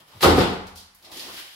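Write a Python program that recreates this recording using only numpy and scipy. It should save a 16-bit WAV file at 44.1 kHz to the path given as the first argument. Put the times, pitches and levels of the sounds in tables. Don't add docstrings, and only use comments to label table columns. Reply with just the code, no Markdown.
import sys
import numpy as np
from scipy import signal
from scipy.fft import rfft, irfft
from scipy.io import wavfile

SR = 44100
rng = np.random.default_rng(int(sys.argv[2]) if len(sys.argv) > 2 else 0)


def store_wav(level_fs):
    pcm = np.round(np.clip(np.atleast_2d(level_fs), -1, 1) * 32767)
    wavfile.write(sys.argv[1], SR, pcm.T.astype(np.int16))


N = 68355
PLACES = 6


# (time [s], energy [dB], decay [s], tilt [dB/octave])
BEAM_HITS = [(0.22, 0.5, 0.0013, -1.5), (0.231, 15.5, 0.0034, 4.5), (0.241, 17.5, 0.0031, 2.5),
             (0.255, 18.5, 0.0066, -1), (0.279, 8.5, 0.0039, -0.5), (0.312, 9.5, 0.0058, -4),
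             (0.362, 8.5, 0.012, -4.5), (0.3736, 16, 0.0049, 0), (0.403, 8, 0.01, -2),
             (0.482, -3, 0.022, -3)]
# (frequency [Hz], level [dB])
THUD_EQ = [(20, -51), (30, -44), (42, -14), (60, -13), (80, -4), (120, -9), (150, -4), (200, -1.5),
           (380, 2), (530, -1), (630, -11), (770, -2), (1000, -9.5), (1380, -10.5), (1600, -19.5),
           (3000, -30), (6000, -55.5), (16000, -68)]
def thuds():
    out = np.zeros((PLACES, N))
    for s, db, decay_s, tilt_db in BEAM_HITS:
        rattle = burst(rise_s=0.0017, decay_s=decay_s)
        add(out, s, amp(db) * unit(coloured(rattle, THUD_EQ, tilt_db)))
    return out


RING_DB, RING_RISE_S = -36, 0.015
# (frequency [Hz], relative level [dB], t60 [s])
BOOM_MODES = [(47.6, -12, .85), (84.5, -5, .72), (106.6, -10.5, 0.56), (188.7, 2, 0.66), (249, -1, .55),
              (286, 1.5, 0.5), (314, -5, 0.28), (349.3, 6.5, 0.19), (379.4, -3.5, 0.53), (415.4, -7, .65),
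              (521, -1.5, 0.49), (743, -2.5, .65), (808, 1.5, 0.27), (895, -10, 0.37), (1491, -11, 0.76)]
def boom():
    out, t = np.zeros((2, N)), np.arange(N) / SR
    for hz, mode_db, t60 in BOOM_MODES:
        envelope = amp(-60 * t / t60) * (1 - np.exp(-t / RING_RISE_S))
        energy = np.zeros(N)
        for s, db, _, tilt_db in BEAM_HITS:
            drive = amp(db + tilt_db * np.log2(max(hz, 150) / 400))
            add(energy, s, (drive * envelope) ** 2)
        gap = np.arccos(np.clip(read(STEREO_LIKENESS, hz), -1, 1)) * rng.choice([-.5, .5])
        phase = 2 * np.pi * (hz * t + rng.random()) + np.array([[gap], [-gap]])
        out += amp(RING_DB + mode_db) * np.sqrt(energy) * np.sin(phase)
    return out / 2


# (time [s], energy [dB], rise [s], decay [s], tilt [dB/octave])
SPLINTERS = [(0.205, 0, 0.0043, 0.0049, 0), (0.218, 1.5, 0.0037, 0.0044, 6.5),
             (0.2255, 12, 0.0012, 0.003, 0), (0.2315, 11.5, .001, 0.016, 2.5),
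             (0.292, 7.5, 0.0047, 0.0053, -3), (0.345, -0.5, 0.012, .02, 1), (0.368, 5.5, .02, 0.024, -1),
             (0.398, 7, 0.0053, 0.038, -3)]
# (frequency [Hz], level [dB])
SPLINTER_EQ = [(50, -15), (400, -10.5), (1000, -1), (1700, -1.5), (2400, -1), (3300, 1), (4200, 0.5),
               (5000, -2), (6000, -11.5), (9500, -13.5), (12200, -11.5), (13500, -15), (16000, -23.5)]
def splinters():
    return snaps(SPLINTERS, SPLINTER_EQ)


SLIPS_PER_S, SLIP_SPREAD_DB, CREAK_Q = 690, -2, 3.8
# (time [s], energy [dB], length [s], resonance [Hz])
CREAK_CUES = [(0, -26.5, 0.036, 1130), (0, -32.5, 0.011, 143), (0.09, -21.5, 0.094, 1020),
              (0.119, -18.5, .08, 112), (1.158, -17, 0.017, 350), (1.235, -16.5, 0.1, 330),
              (1.277, -14, 0.037, 1110), (1.36, -15, 0.047, 1610), (1.357, -14, 0.03, 3140)]
def creaks():
    out = np.zeros((PLACES, N))
    for s, db, length_s, hz in CREAK_CUES:
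        slips = grains(SLIPS_PER_S, SLIP_SPREAD_DB, size=8192)
        t = np.arange(slips.shape[1]) / SR
        swell = np.sin(np.pi * np.minimum(t / length_s, 1))
        creak = signal.lfilter(*signal.iirpeak(hz, CREAK_Q, SR), slips * swell)
        add(out, s, amp(db) * unit(creak))
    return out


# (time [s], level [dB])
JUDDER_RIDE = [(0, -56), (.04, -72), (.09, -59.5), (.15, -58.5), (.21, -58), (.4, -73.5), (.98, -78.5),
               (1.04, -54.5), (1.10, -49), (1.19, -53), (1.25, -46.5), (1.31, -52.5), (1.37, -55),
               (1.44, -66), (1.55, -76.5)]
# (frequency [Hz], level [dB])
JUDDER_EQ = [(20, -43), (50, -8), (130, -7.5), (220, -0.5), (280, -1), (345, 2), (420, -5.5), (520, 0),
             (730, 0.5), (860, 0.5), (1040, -3.5), (1250, -4), (1500, -11.5), (3000, -16.5), (16000, -61)]
def judder():
    return friction(JUDDER_RIDE, JUDDER_EQ, SLIPS_PER_S, SLIP_SPREAD_DB)


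# (time [s], level [dB])
SCRAPE_RIDE = [(0, -46), (.03, -81), (.07, -56), (.10, -55), (.19, -52.5), (.3, -54), (.85, -84.5),
               (1.0, -60.5), (1.10, -54), (1.135, -39), (1.22, -41), (1.29, -42.5), (1.385, -38.5),
               (1.43, -47), (1.48, -48), (1.55, -49)]
# (frequency [Hz], level [dB])
SCRAPE_EQ = [(50, -23), (400, -17.5), (900, -19.5), (1800, -3.5), (2600, -3.5), (3000, 1), (3600, 0),
             (4300, -1.5), (5200, -2.5), (5900, -8), (8000, -12), (11500, -7.5), (16000, -12.5)]
def scrape():
    return friction(SCRAPE_RIDE, SCRAPE_EQ, per_s=2500, spread_db=3.5)


# (time [s], energy [dB], rise [s], decay [s], tilt [dB/octave])
CRUMB_TICKS = [(0.53, -17.5, 0.0011, .002, 0), (0.668, -17, 0.00071, 0.0026, 1.5),
               (0.752, -13.5, 0.002, 0.0087, 3.5), (0.768, -13.5, 0.0034, 0.0092, 1.5),
               (0.793, -18, 0.002, 0.009, 0), (0.9476, -19.5, .0004, 0.00086, 11.5),
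               (1.024, -23, 0.0024, 0.0017, 4.5), (1.043, -16, 0.0034, 0.0088, -3.5),
               (1.114, -11.5, 0.0033, .012, 2), (1.168, -9.5, 0.0014, 0.0049, 2.5),
               (1.1958, -5.5, 0.00025, 0.00034, -3.5), (1.21, -13, .006, 0.025, -5)]
# (frequency [Hz], level [dB])
CRUMB_EQ = [(50, -47), (1000, -31), (2400, -9), (3100, -1.5), (4300, 2.5), (5200, 0), (6100, -4.5),
            (8000, -11), (11000, -8.5), (16000, -16)]
def crumbs():
    return snaps(CRUMB_TICKS, CRUMB_EQ)


ROOM_BUILD_S, EARLY_DB, EARLY_S = 0.001, -1.5, 0.012
# (frequency [Hz], t60 [s])
REVERB_T60 = [(50, 0.91), (150, 0.49), (400, 0.51), (900, .72), (1400, 0.74), (2200, 0.69), (4500, 0.56),
              (8000, 0.51), (15000, 0.27)]
def room(places, direct_db):
    t, out = np.arange(SR) / SR, np.zeros((2, N))
    onset = (1 - np.exp(-t / ROOM_BUILD_S)) * (1 + amp(EARLY_DB) * np.exp(-t / EARLY_S))
    for source in places:
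        hz, when, bands = signal.stft(diffuse(rng.standard_normal((2, SR))), SR, nperseg=512)
        t60 = read(REVERB_T60, hz)[:, None]
        tail = signal.istft(bands * 1000. ** (-when / t60), SR, nperseg=512)[1][:, :SR]
        response = np.sqrt(2) * unit(tail * onset)
        response[:, 0] += amp(direct_db)
        out += signal.fftconvolve(source[None], response, axes=1)[:, :N]
    return out / np.hypot(1, amp(direct_db))


# (frequency [Hz], level [dB])
AIR_EQ = [(20, -21), (45, -5.5), (80, -6), (200, -16), (500, -17), (1000, -8), (2200, -9), (4000, -19.5),
          (6500, -25), (11000, -18), (16000, -29)]
def room_tone(level_db=-62.5):
    hz = np.fft.rfftfreq(N, 1 / SR)
    noise = irfft(rfft(rng.standard_normal((2, N))) * amp(read(AIR_EQ, hz)), N)
    return amp(level_db) * np.sqrt(2 * N) * unit(diffuse(noise))


# (frequency [Hz], left-right correlation [-1 to 1])
STEREO_LIKENESS = [(50, 0.96), (170, 0.97), (330, .7), (700, 0.39), (1400, -0.13), (3000, -0.095),
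                   (7000, -0.027), (16000, -0.035)]
def diffuse(pair):
    a, b = rfft(pair)
    like = np.clip(read(STEREO_LIKENESS, np.fft.rfftfreq(pair.shape[1], 1 / SR)), -1, 1)
    mid, side = a * np.sqrt((1 + like) / 2), b * np.sqrt((1 - like) / 2)
    return irfft([mid + side, mid - side], pair.shape[1])


def snaps(cues, eq):
    out = np.zeros((PLACES, N))
    for s, db, rise_s, decay_s, tilt_db in cues:
        add(out, s, amp(db) * unit(coloured(burst(rise_s, decay_s), eq, tilt_db)))
    return out


def friction(ride, eq, per_s, spread_db):
    slips = np.sqrt(N) * unit(grains(per_s, spread_db, N))
    fader = amp(np.interp(np.arange(N) / SR, *np.transpose(ride)))
    return coloured(slips * fader, eq)[:, :N]


def burst(rise_s, decay_s, size=8192):
    t = np.arange(size) / SR
    envelope = np.minimum(t / rise_s, 1) * np.exp(-np.maximum(t - rise_s, 0) / decay_s)
    return grains(per_s=2500, spread_db=4.5, size=size) * envelope


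def grains(per_s, spread_db, size):
    chance, strength, sign = rng.random((3, PLACES, size))
    gain = amp(spread_db * np.minimum(-np.log(1 - strength), 4))
    return (chance < per_s / PLACES / SR) * np.sign(sign - .5) * gain


def coloured(clicks, eq, tilt_db=0, size=4096):
    hz = np.fft.rfftfreq(size, 1 / SR)
    log_gain = np.log(amp(read(eq, hz) + tilt_db * np.log2(np.maximum(hz, 150) / 1000)))
    mirrored = np.concatenate([log_gain, log_gain[-2:0:-1]])
    spectrum = np.exp(np.conj(signal.hilbert(mirrored)))
    tap = unit(np.fft.ifft(spectrum).real[:size // 2])
    return signal.fftconvolve(clicks, tap[None], axes=1)


def amp(db):
    return 10 ** (np.asarray(db) / 20)


def unit(x):
    return x / np.sqrt(np.sum(x ** 2) + 1e-20)


def read(points, hz):
    f, value = np.transpose(points)
    return np.interp(np.log(hz + 1), np.log(f + 1), value)


def add(mix, s, sound):
    part = mix[..., max(round(s * SR), 0):][..., :sound.shape[-1]]
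    part += sound[..., :part.shape[-1]]


def scene():
    wood = splinters() + thuds() + creaks() + judder()
    plaster = crumbs() + scrape()
    return room(wood, direct_db=-9) + room(plaster, direct_db=-10) + boom() + room_tone()


CLIP_KNEE, CLIP_LIMIT, LOWPASS_HZ = .7, .95, 15850
# (frequency [Hz], left minus right [dB])
MIC_BALANCE = [(60, 1.5), (170, 0.5), (350, 1), (1200, 0.5), (2800, 3), (5500, -2.5), (9500, -6),
               (15000, 3.8)]
def record(dry):
    lean_db = read(MIC_BALANCE, np.fft.rfftfreq(2 * N, 1 / SR)) / 2
    heard = irfft(rfft(dry, 2 * N) * amp([lean_db, -lean_db]))[:, :N]
    clean, headroom = np.clip(heard, -CLIP_KNEE, CLIP_KNEE), CLIP_LIMIT - CLIP_KNEE
    rounded = clean + headroom * np.tanh((heard - clean) / headroom)
    lowpass = signal.firwin(511, LOWPASS_HZ, window=("kaiser", 9), fs=SR)
    return signal.oaconvolve(rounded, lowpass[None], "same")


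dry = scene()
out = record(dry)
store_wav(out)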